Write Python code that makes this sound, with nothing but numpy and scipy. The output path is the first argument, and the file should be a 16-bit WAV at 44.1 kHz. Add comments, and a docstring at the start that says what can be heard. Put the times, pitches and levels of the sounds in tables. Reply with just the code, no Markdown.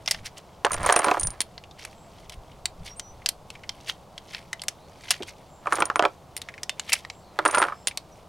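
"""Loading a rifle magazine outdoors

At a bench, cartridges are pressed into a hand-held steel box magazine: pitched cracks, choked steel rings and
stick-slip scrapes as each new round touches the lips, bounces, feels for its place and snaps home on the spring.
Three times the hand rummages: loose cartridges drum on the modes of a hollow plastic case and clink in beating notes.
Behind it: filtered-noise open air and wind puffs, gliding bird whistles and faint buzzy calls."""
import sys
import numpy as np
from scipy import signal
from scipy.fft import rfft, irfft, next_fast_len
from scipy.io import wavfile
from scipy.ndimage import uniform_filter1d, map_coordinates

SR = 44100
rng = np.random.default_rng(int(sys.argv[2]) if len(sys.argv) > 2 else 0)


def digitize_waveform(pressure):
    """Quantize a signal to 16-bit integers and store it at the path in sys.argv[1].

    Rows of a 2-D input are taken as channels; values are limited to [-1, 1].
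    """
    field = np.atleast_2d(pressure).T
    bounded = np.clip(field, -1, 1)
    quanta = np.round(bounded * 32767).astype(np.int16)
    wavfile.write(sys.argv[1], SR, quanta)


N = 365148
CLOCK = np.arange(N) / SR  # seconds into the scene
AGE = np.arange(SR // 4) / SR  # seconds since a blow
TOP_HZ = 16200  # upper band limit of the whole sound


def amp(db):
    """Decibels to gain."""
    return 10 ** (np.asarray(db) / 20)


def unit(x):
    """Scale a sound to rms 1."""
    return x / np.sqrt(np.mean(x ** 2) + 1e-20)


def crest(x):
    """Scale a blow so that its loudest millisecond has the power of a full-scale sine."""
    loudest = uniform_filter1d(x ** 2, size=SR // 1000).max()
    return x / np.sqrt(2 * loudest + 1e-20)


def fade(t60):
    """Exponential decay after a blow, down 60 dB in t60 seconds."""
    return np.exp(-np.log(1000) * AGE / max(t60, 1e-4))


def add(track, s, sound):
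    """Mix a sound into the track at s seconds."""
    part = track[max(round(s * SR), 0):][:len(sound)]
    part += sound[:len(part)]


def colour(x, points):
    """Minimum-phase filter through (Hz, dB) points, so that a blow keeps its sharp start."""
    n = x.shape[-1]
    m = 2 * next_fast_len(n // 2 + 1024)
    hz, db = np.transpose(points)
    bins = np.fft.rfftfreq(m, 1 / SR)
    curve_db = np.interp(np.log(bins + 1), np.log(hz), db)
    # folding the cepstrum onto positive time makes the filter causal
    cepstrum = irfft(np.log(amp(curve_db)))
    cepstrum[1:m // 2] *= 2
    cepstrum[m // 2 + 1:] = 0
    response = np.exp(rfft(cepstrum))
    return irfft(rfft(x, m) * response, m)[..., :n]


def resonate(x, hz, q):
    """Pass a sound through one resonance."""
    b, a = signal.iirpeak(min(hz, TOP_HZ), max(q, 1), SR)
    return signal.lfilter(b, a, x)


def wobble(rate):
    """A smooth random curve with rate knots a second."""
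    knots = rng.standard_normal(int(N * rate / SR) + 4)
    return map_coordinates(knots, [CLOCK * rate])


def burst(t60):
    """The dying noise chatter of one contact."""
    return rng.standard_normal(len(AGE)) * fade(t60)


def ring(modes, cycles, scatter_db, detune):
    """Modes of a struck body: each blow draws new strengths and signs; each mode falls 60 dB in so many cycles."""
    total = np.zeros(len(AGE))
    for hz, db in modes:
        strength, shift, sign = rng.standard_normal(3)
        tone = np.sin(2 * np.pi * hz * (1 + detune * shift) * AGE)
        total += np.sign(sign) * amp(db + scatter_db * strength) * fade(cycles / hz) * tone
    return crest(total)


def swells(rows):
    """Gain of hand strokes or puffs that each rise to a peak and fall away."""
    gain = np.zeros(N)
    for s, swell, db in rows:
        distance = np.minimum(np.abs((CLOCK - s) / swell), 10)
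        gain += amp(db) * np.exp(-distance ** 1.35)
    return gain


def place(x, left_db):
    """Pan a mono source so that the left is left_db above the right."""
    return x * amp([[left_db / 2], [-left_db / 2]])


# Spectrum of the distant hush. Each row: frequency in Hz, relative density in dB.
AIR_SPECTRUM = [(25, -12), (75, 0), (170, -1.5), (250, -9), (400, -8), (680, -4), (1100, -10.5),
                (1800, -26), (3500, -25.5), (7700, -31), (16000, -40)]
# Puffs of wind on the microphone. Each row: peak time in seconds, swell to 1/e in seconds, relative level in dB.
WIND_PUFFS = [(.21, 0.051, -40.5), (.81, 0.056, -29), (1.26, 0.037, -31.5), (2.385, 0.014, -37),
              (2.82, 0.025, -39), (2.9, 0.95, -53.5)]


def open_air(air_db=-50, side_db=-14, wind_db=-1, breeze_db=-66):
    """Outdoor hush as nearly mono noise, with soft low puffs of wind over a constant slight breeze."""
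    mid, side = unit(colour(rng.standard_normal((2, N)), AIR_SPECTRUM)) * amp(air_db)
    wind = unit(colour(rng.standard_normal(N), [(35, -2.5), (160, -11.0), (2000, -91.0)]))
    wind_gain = amp(wind_db) * swells(WIND_PUFFS) + amp(breeze_db)
    return mid + amp(side_db) * np.array([side, -side]) + wind * wind_gain


# Buzzy calls of birds further off. Each row: middle in seconds, first pitch in Hz, last pitch in Hz.
FAR_BIRD_CALLS = [(2.02, 7700, 7630), (4.84, 3400, 4840), (5.552, 7370, 7320), (7.16, 7440, 7600),
                  (7.279, 4600, 3870), (7.82, 7650, 7400)]


def far_birds(length_s=0.19, level_db=-62, buzz_hz=190):
    """Faint calls that swell and glide between two pitches, with fast random pitch flutter for the buzz."""
    out = np.zeros(N)
    flutter = wobble(900)
    for s, first_hz, last_hz in FAR_BIRD_CALLS:
        progress = np.clip((CLOCK - s) / length_s + .5, 0, 1)
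        pitch = first_hz + (last_hz - first_hz) * progress + buzz_hz * flutter
        out += np.sin(np.pi * progress) * np.sin(2 * np.pi * np.cumsum(pitch) / SR)
    return amp(level_db) * out


# Whistled bird notes. Each row: middle in seconds, length in seconds, first pitch in Hz,
# pitch it settles towards in Hz before any lift, level in dB before the flicker.
BIRD_NOTES = [(2.919, 0.066, 6050, 5560, -44.5), (2.981, 0.045, 5500, 8730, -42.5),
              (3.072, .15, 6700, 5820, -48.5), (7.785, 0.21, 5350, 5160, -62),
              (8.132, 0.036, 8000, 5700, -55.5)]


def bird(glide_rate=9.7, lift_hz=250, flicker_db=1.2):
    """Thin sine whistles that swell, settle on a pitch and fade with a flickering level; falling notes lift again."""
    out = np.zeros(N)
    for s, length, first_hz, held_hz, db in BIRD_NOTES:
        progress = np.clip((CLOCK - s) / length + .5, 0, 1)
        glide = (first_hz - held_hz) * np.exp(-glide_rate * progress)
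        lift = lift_hz * (first_hz > held_hz) * progress ** 2
        phase = 2 * np.pi * np.cumsum(held_hz + glide + lift) / SR
        out += amp(db) * np.sin(np.pi * progress) * np.sin(phase)
    return out * amp(flicker_db * wobble(120))


def surroundings(x, t60=0.12, wet_db=-22):
    """Weak scatter from the bench, the boxes and the ground: a short, soft-starting noise tail for each ear."""
    onset = 1 - np.exp(-AGE / 0.014)
    tails = np.array([colour(burst(t60) * onset, [(2000, 8.6), (7000, 1.2)]) for _ in range(2)])
    tails = tails + tails.mean(axis=0)  # a shared part narrows the stereo image
    tails = tails / np.linalg.norm(tails[0])
    return amp(wet_db) * signal.fftconvolve(x[None], tails, axes=1)[:, :N]


def near_scatter(x, t60=0.0087, side_db=-20.5):
    """A very short, faint echo with opposite sign to left and right gives nearby sounds a slight width."""
    echo = colour(burst(t60), [(1500, 2), (8000, 6.0)])
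    side = amp(side_db) * signal.fftconvolve(x, echo / np.linalg.norm(echo))[:N]
    return np.array([side, -side])


def bumps(rate=170):
    """Impulses at random moments, rate a second on average, of uneven strength and sign."""
    return (rng.random(N) < rate / SR) * rng.uniform(-1.1, 1, N)


def rolling_chatter():
    """Noise that flares and dies with every small bump."""
    return signal.fftconvolve(bumps(), fade(0.0087))[:N] * rng.standard_normal(N)


# Cartridges rolling on the case. Each row: peak time in seconds, swell to 1/e in seconds, relative level in dB.
ROLLING_STROKES = [(.745, 0.027, -26.5), (.91, 0.09, -27), (1.07, 0.14, -31), (5.78, 0.068, -31),
                   (7.565, 0.089, -30)]
# Modes of the plastic case. Each row: frequency in Hz, relative strength in dB.
CASE_MODES = [(320, -12.5), (390, -10.5), (510, -8.5), (590, -3.5), (715, 0), (850, -2.5), (980, 1.5),
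              (1130, -1), (1260, -1.5), (1730, -1), (3250, -2.5)]
# Dull thud of the case. Each row: frequency in Hz, relative gain in dB.
THUD_SPECTRUM = [(100, -45), (250, -29.5), (400, -1.5), (1300, 4.5), (2300, -8), (3400, -13), (9500, -32.5),
                 (13000, -66)]
# Hard tick of a cartridge. Each row: frequency in Hz, relative gain in dB.
TICK_SPECTRUM = [(500, -0.5), (2500, -13.5), (6500, 5.5), (10200, -2), (16000, -64)]
SHELL_HZ = 9264  # the note of a cartridge's shell


def case_rolling(level_db=-2, thud_db=-2, clatter_db=-5, jingle_db=-23, shell_db=-24):
    """The pile shifts in many small bumps that drum on the case modes, clatter together and tick the shells."""
    panel = ring(CASE_MODES, cycles=30, scatter_db=0, detune=0)
    thud = crest(colour(burst(0.025), THUD_SPECTRUM))
    drumming = unit(signal.fftconvolve(bumps(), panel + amp(thud_db) * thud)[:N])
    clatter = unit(resonate(rolling_chatter(), 1300, q=1.4) + resonate(rolling_chatter(), 2200, q=5.5))
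    jingle = unit(colour(rolling_chatter(), TICK_SPECTRUM))
    shells = unit(resonate(jingle, SHELL_HZ, q=49))
    pile = drumming + amp(clatter_db) * clatter + amp(jingle_db) * jingle + amp(shell_db) * shells
    return amp(level_db) * swells(ROLLING_STROKES) * pile


# Cartridges bumping the case. Each row: start in seconds, relative level in dB, relative depth of tone in dB.
CASE_BUMPS = [(0.6478, -2.5, -4), (.667, -9, -14.5), (0.707, -15, -24.5), (0.848, -14, -9.5),
              (0.8606, -11.5, -8), (.8912, -4.5, -6), (0.8975, -4, -5), (0.9222, -10, -16),
              (0.9631, -5, -2), (0.9937, -8.5, -2), (1.044, -7, -9), (1.0707, -7.5, 3), (1.0838, -6, -6),
              (1.1131, -3, -2.5), (1.1448, -10.5, -10), (1.1703, -12.5, 1.5), (5.659, -19.5, -15),
              (5.6704, -10, -11), (5.724, -4.5, -8.5), (5.738, -14, -10), (5.785, -14, -5),
              (5.805, -10.5, -4), (5.8224, -4, -8), (5.9004, -9, -9.5), (5.9579, -5.5, -10),
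              (5.9941, -3.5, 0.5), (6.0245, -4.5, -1.5), (6.039, -10.5, -3.5), (6.052, -4, -5),
              (7.389, -7, -9), (7.452, -6.5, -6.5), (7.46, -2.5, -5.5), (7.486, -12, -12),
              (7.5462, -6, -28), (7.5727, -8.5, -7), (7.5812, -6.5, -5.5), (7.6006, -8.5, -6),
              (7.6179, -5, -4), (7.626, -5.5, -18), (7.638, -8.5, -18), (7.65, -13, -8),
              (7.6849, -14.5, -22), (7.7225, -19, -26)]
REBOUND_S, REBOUND_SPREAD, REBOUND_DB = .007, 0.43, -9.5  # usual delay, its log spread, level against the knock
THRUST_HZ, THRUST_T60_S = 1239, 0.018  # first hollow swing of the panel: centre pitch, decay
CLACK_HZ, CLACK_SPREAD, CLACK_DB = 2140, 0.28, -9  # woody pitch: centre, log spread, level against the panel
HARD_DB, HARD_PER_DB = 6, 1.44  # treble of a knock at table level 0; gentler ones are duller


def case_knocks(tick_db=-16, level_db=-3.5):
    """A cartridge bumps the hollow case and rebounds: a thrust, panel modes, a thud, a woody clack and a small tick."""
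    out = np.zeros(N)
    flights = REBOUND_S * np.exp(REBOUND_SPREAD * rng.standard_normal(len(CASE_BUMPS)))
    rebounds = [(s + flight, db + REBOUND_DB, depth_db) for (s, db, depth_db), flight in zip(CASE_BUMPS, flights)]
    for s, db, depth_db in [*CASE_BUMPS, *rebounds]:
        thrust_hz = THRUST_HZ * np.exp(0.13 * rng.standard_normal())
        thrust = crest(fade(THRUST_T60_S) * np.sin(2 * np.pi * thrust_hz * AGE))
        modes = ring(CASE_MODES, cycles=44.0, scatter_db=2.5, detune=0.0077)
        thud = crest(colour(burst(0.034), THUD_SPECTRUM))
        clack_hz = CLACK_HZ * np.exp(CLACK_SPREAD * rng.standard_normal())
        clack = crest(resonate(burst(0.0091), clack_hz, q=9.8))
        tick = crest(colour(burst(0.00098), TICK_SPECTRUM))
        knock = crest(thrust + modes + thud) + amp(CLACK_DB) * clack + amp(tick_db) * tick
        # blows near the middle of a panel are deeper
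        tone = [(600, depth_db + 5.5), (1200, 0), (3500, HARD_DB + HARD_PER_DB * db)]
        add(out, s, amp(db + level_db) * crest(colour(knock, tone)))
    return out


# Cartridge on cartridge. Each row: start in seconds, relative ring level in dB, 60 dB decay in seconds if unchoked.
CARTRIDGE_CLINKS = [(.651, -24, 0.024), (.718, -20, 0.058), (.732, -21.5, 0.11), (.743, -25, 0.061),
                    (.831, -29.5, .05), (.862, -19, 0.042), (.925, -12.5, 0.036), (.962, -12.5, 0.076),
                    (.991, -17.5, 0.055), (1.044, -21, 0.064), (1.197, -19.5, 0.16), (1.2105, -27, 0.1),
                    (1.232, -19.5, 0.25), (1.271, -17, 0.051), (1.3045, -29, 0.074), (5.731, -26.5, 0.056),
                    (5.755, -23, 0.04), (5.803, -23.5, 0.049), (5.855, -22, 0.046), (5.959, -30, .08),
                    (7.453, -23.5, 0.13), (7.478, -22.5, 0.065), (7.511, -25.5, 0.092),
                    (7.549, -21.5, 0.11), (7.584, -19, 0.15)]
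# A fresh round meets the magazine and bounces once. Each row: start in seconds, relative level in dB,
# relative treble edge in dB, pitch of the first contact in Hz.
ROUND_TOUCHES = [(1.4049, -13.5, 0.5, 4070), (6.3659, -22, 2.5, 11050), (7.8718, -12.5, -10, 6660)]
TOUCH_RING_DB, TOUCH_T60_S = -5, 0.055  # a round pinched in the fingers: ring against its touch, decay


def clinks(spread_hz=45, twin_db=-7, tick_s=0.017, level_db=-2):
    """Touching shells ring at nearly the same high note and beat, until the next touch chokes them."""
    out = np.zeros(N)
    pinched = [(s, db + TOUCH_RING_DB, TOUCH_T60_S) for s, db, edge_db, hz in ROUND_TOUCHES]
    rows = sorted([*CARTRIDGE_CLINKS, *pinched], key=lambda row: row[0])
    next_touch = [s for s, db, t60 in rows[1:]] + [N / SR]
    for (s, db, t60), stop in zip(rows, next_touch):
        detune = spread_hz * rng.standard_normal(2)
        first = np.sin(2 * np.pi * (SHELL_HZ + detune[0]) * AGE)
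        second = np.sin(2 * np.pi * (SHELL_HZ + 2 * detune[1]) * AGE)
        shells = first * fade(t60) + amp(twin_db) * second * fade(t60 / 2)
        choke = np.interp(s + AGE - stop, AGE, fade(tick_s))  # 1 until the next touch
        tick = crest(colour(burst(tick_s), TICK_SPECTRUM))
        add(out, s, amp(db + level_db) * (shells * choke + tick))
    return out


def soft_bump(s=5.204, db=-25, hz=370):
    """A dull bump as the hand leaves the magazine: noise through two equal broad resonances."""
    out = np.zeros(N)
    dull = resonate(resonate(burst(0.1), hz, q=0.97), hz, q=0.97)
    add(out, s, amp(db) * crest(dull))
    return out


# Blows that set the spring ringing. Each row: start in seconds, pitch in Hz, level in dB.
SPRING_RINGS = [(5.11, 3000, -32), (6.6945, 3580, -35)]


def spring(t60=0.11):
    """The magazine spring sings on briefly after some blows, as a decaying sine."""
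    out = np.zeros(N)
    for s, hz, db in SPRING_RINGS:
        add(out, s, amp(db) * fade(t60) * np.sin(2 * np.pi * hz * AGE))
    return out


# The nose of a round catches lightly on the lips. Each row: start in seconds, level of the pitched tick in dB,
# pitch in Hz.
LIP_TAPS = [(1.638, -37, 2700), (1.711, -41, 3900), (2.515, -47, 2880), (3.219, -43, 2070),
            (3.553, -36, 2270), (3.635, -36.5, 2180), (4.595, -33.5, 3120), (5.083, -35, 2980),
            (5.136, -30, 1900), (5.223, -30, 3000), (6.487, -25.5, 2070), (6.54, -32, 2040),
            (6.579, -33, 2130), (6.921, -15.5, 2540), (7.911, -31, 2350)]
# Hard crack of metal on metal. Each row: frequency in Hz, relative gain in dB.
SNAP_SPECTRUM = [(150, -70), (600, 0.5), (1400, -1), (2100, 6.5), (5000, 7), (7500, -1), (10000, -11),
                 (13000, -22.5), (16000, -40)]


def nose_taps(t60=0.036, q=4.9, edge_db=-13):
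    """The tip of a round catches on the lips: a small resonant tick with a little broad crack."""
    out = np.zeros(N)
    for s, db, hz in LIP_TAPS:
        contact = burst(t60)
        pitched = crest(resonate(resonate(contact, hz, q=q), hz, q=1))
        crack = crest(colour(contact, SNAP_SPECTRUM))
        add(out, s, amp(db) * (pitched + amp(edge_db) * crack))
    return out


# A cartridge sliding under the feed lips. Each row: peak time in seconds, swell to 1/e in seconds,
# relative level in dB.
LIP_SLIDES = [(.263, 0.012, -32), (.381, 0.0073, -36), (1.797, 0.0038, -35), (1.835, 0.032, -46),
              (2.331, 0.011, -39.5), (2.875, 0.018, -38), (3.895, 0.012, -27), (4.344, 0.041, -43),
              (5.03, 0.041, -52.5), (5.291, 0.014, -37.5), (6.897, 0.005, -25)]
# Resonances that a slipping round excites. Each entry: frequency in Hz.
SLIP_RESONANCES = [2140, 3200, 4640, 5860, 9300]
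# The round snaps home, first past the lip, then against the box. Each row: start in seconds, relative level in dB,
# relative treble edge in dB, pitch of the second blow in Hz, gap between the blows in seconds.
ROUND_SEATS = [(0.1101, -10.5, 5.5, 4770, 0.0019), (5.1061, -7.5, 7, 2790, 0.0037),
               (6.93, -7.5, 6, 2340, .004)]
# after a snap the round slides back on the spring: delay, swell, level against the snap
SETTLE_S, SETTLE_SWELL_S, SETTLE_DB = 0.018, 0.044, -29.5


def magazine_slides(grain_db=6, level_db=-1, handling_db=-67):
    """Metal sticks and slips through several resonances as a round slides; the fingers never rest entirely."""
    settling = [(s + SETTLE_S, SETTLE_SWELL_S, db + SETTLE_DB) for s, db, edge_db, hz, gap in ROUND_SEATS]
    handling = amp(handling_db + 5.9 * wobble(7.7))
    pressure = amp(level_db) * swells([*LIP_SLIDES, *settling]) + handling
    slips = np.zeros(N)
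    for hz in SLIP_RESONANCES:
        grain = amp(grain_db * np.minimum(wobble(220), 2))  # each resonance has its own stick-slip
        slips += unit(resonate(rng.standard_normal(N) * grain, hz, q=3.9))
    scrape = colour(slips * amp(2.5 * wobble(500)), [(3000, 2.0), (10000, -6.5), (14000, -8)])
    return pressure * unit(scrape)


# The round is worked against the feed lips. Each row: start in seconds, relative level in dB,
# relative treble edge in dB, pitch of the contact in Hz.
LIP_CLICKS = [(0.0603, -26.5, -6, 5200), (0.0766, -11.5, -27, 5100), (0.085, -20, -1, 2125),
              (0.146, -24, -24, 1830), (1.5787, -27.5, -27, 4130), (1.8503, -24, 5.5, 2200),
              (2.296, -29, 4, 3180), (2.656, -11, -7, 7450), (2.996, -20.5, -8, 5660),
              (3.2603, -9.5, -9, 4800), (3.2888, -10, 12, 4730), (3.5027, -26, -2.5, 2600),
              (3.6925, -17.5, -12.5, 3250), (4.1787, -26.5, -8, 3200), (4.3472, -19, -28, 2530),
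              (4.5302, -18, -2.5, 1990), (4.6178, -23.5, 1, 4460), (4.6362, -29, 12, 2100),
              (4.6829, -12, -0.5, 5450), (5.2316, -25.5, -2, 2940), (6.417, -24.5, 2, 3680),
              (6.632, -19.5, -2, 5500), (6.6945, -13, -3.5, 2800), (6.7959, -16.5, -11, 6500),
              (7.0495, -25, -12, 1890), (7.0998, -24, -13, 2240), (7.9735, -16.5, 1, 4130)]
# Modes of the steel magazine, damped by the hand. Each row: frequency in Hz, relative strength in dB.
MAGAZINE_MODES = [(2050, 13.5), (2500, -11.5), (3050, -0.5), (4800, 2), (9400, -10)]
BOUNCE_S, BOUNCE_DB = .0105, -4  # delay after the touch, level against it
SLIP_HZ, SLAP_DB = 5320, -0.5  # pitch of a snap's first blow; level of the second against it
RATTLE_S, RATTLE_DB = .0055, -8.5  # delay after the second blow, level against the first


def contacts():
    """Every blow on the magazine: a touch bounces onto its shell, a snap is two quick blows and a rattle."""
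    blows = [*ROUND_TOUCHES, *LIP_CLICKS]
    for s, db, edge_db, hz in ROUND_TOUCHES:
        blows.append((s + BOUNCE_S, db + BOUNCE_DB, edge_db, SHELL_HZ))
    for s, db, edge_db, hz, gap in ROUND_SEATS:
        blows.append((s, db, edge_db, SLIP_HZ))
        blows.append((s + gap, db + SLAP_DB, edge_db, hz))
        blows.append((s + gap + RATTLE_S, db + RATTLE_DB, edge_db, hz))
    return blows


def magazine_clicks(ring_db=-13, chatter_db=-11, pitch_db=-3, bite_s=0.00047, level_db=-1):
    """Each contact is a hard crack with its own pitch, a short chatter and the choked ring of the steel box."""
    out = np.zeros(N)
    bite = 1 - np.exp(-AGE / bite_s)
    for s, db, edge_db, hz in contacts():
        contact = (burst(0.0052) + amp(chatter_db) * burst(0.027)) * bite
        steel = ring(MAGAZINE_MODES, cycles=85, scatter_db=4, detune=.05)
        click = crest(colour(contact, SNAP_SPECTRUM)) + amp(ring_db) * steel
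        # light and low-pitched contacts have more low body
        body_db = 0.5 - 0.2 * db - 6.5 * np.log2(hz / 3500)
        tone = [(1300, body_db), (2200, 0.25 * body_db - 3.375), (3200, 0), (6000, 0.0089), (10000, edge_db + 10.5)]
        click = crest(colour(click, tone))
        click += amp(pitch_db) * crest(resonate(contact, hz, q=8.6))
        add(out, s, amp(db + level_db) * crest(click))
    return out


def scene():
    """The magazine is straight ahead, the pile of cartridges to the right."""
    magazine = magazine_clicks() + magazine_slides() + nose_taps() + spring() + soft_bump()
    case = colour(case_knocks() + case_rolling(), [(60, -13.5), (300, 0.5)])  # a small case radiates little bass
    shells = clinks()
    # left, then right: the low notes of the pile lean furthest right
    pile = np.array([colour(case, [(600, side * 2.03), (1800, side * .6)]) for side in (-1, 1)])
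    near = magazine + pile + place(shells, left_db=-2.5)
    scatter = near_scatter(magazine + case + shells) + surroundings(magazine + case)
    return near + scatter + bird() + far_birds() + open_air()


def record(dry):
    """Keep nothing above the band limit, with a steep cut in the spectrum."""
    m = next_fast_len(N + SR // 2)
    kept = np.fft.rfftfreq(m, 1 / SR) < TOP_HZ
    return irfft(rfft(dry, m) * kept, m)[:, :N]


dry = scene()
out = record(dry)
digitize_waveform(out)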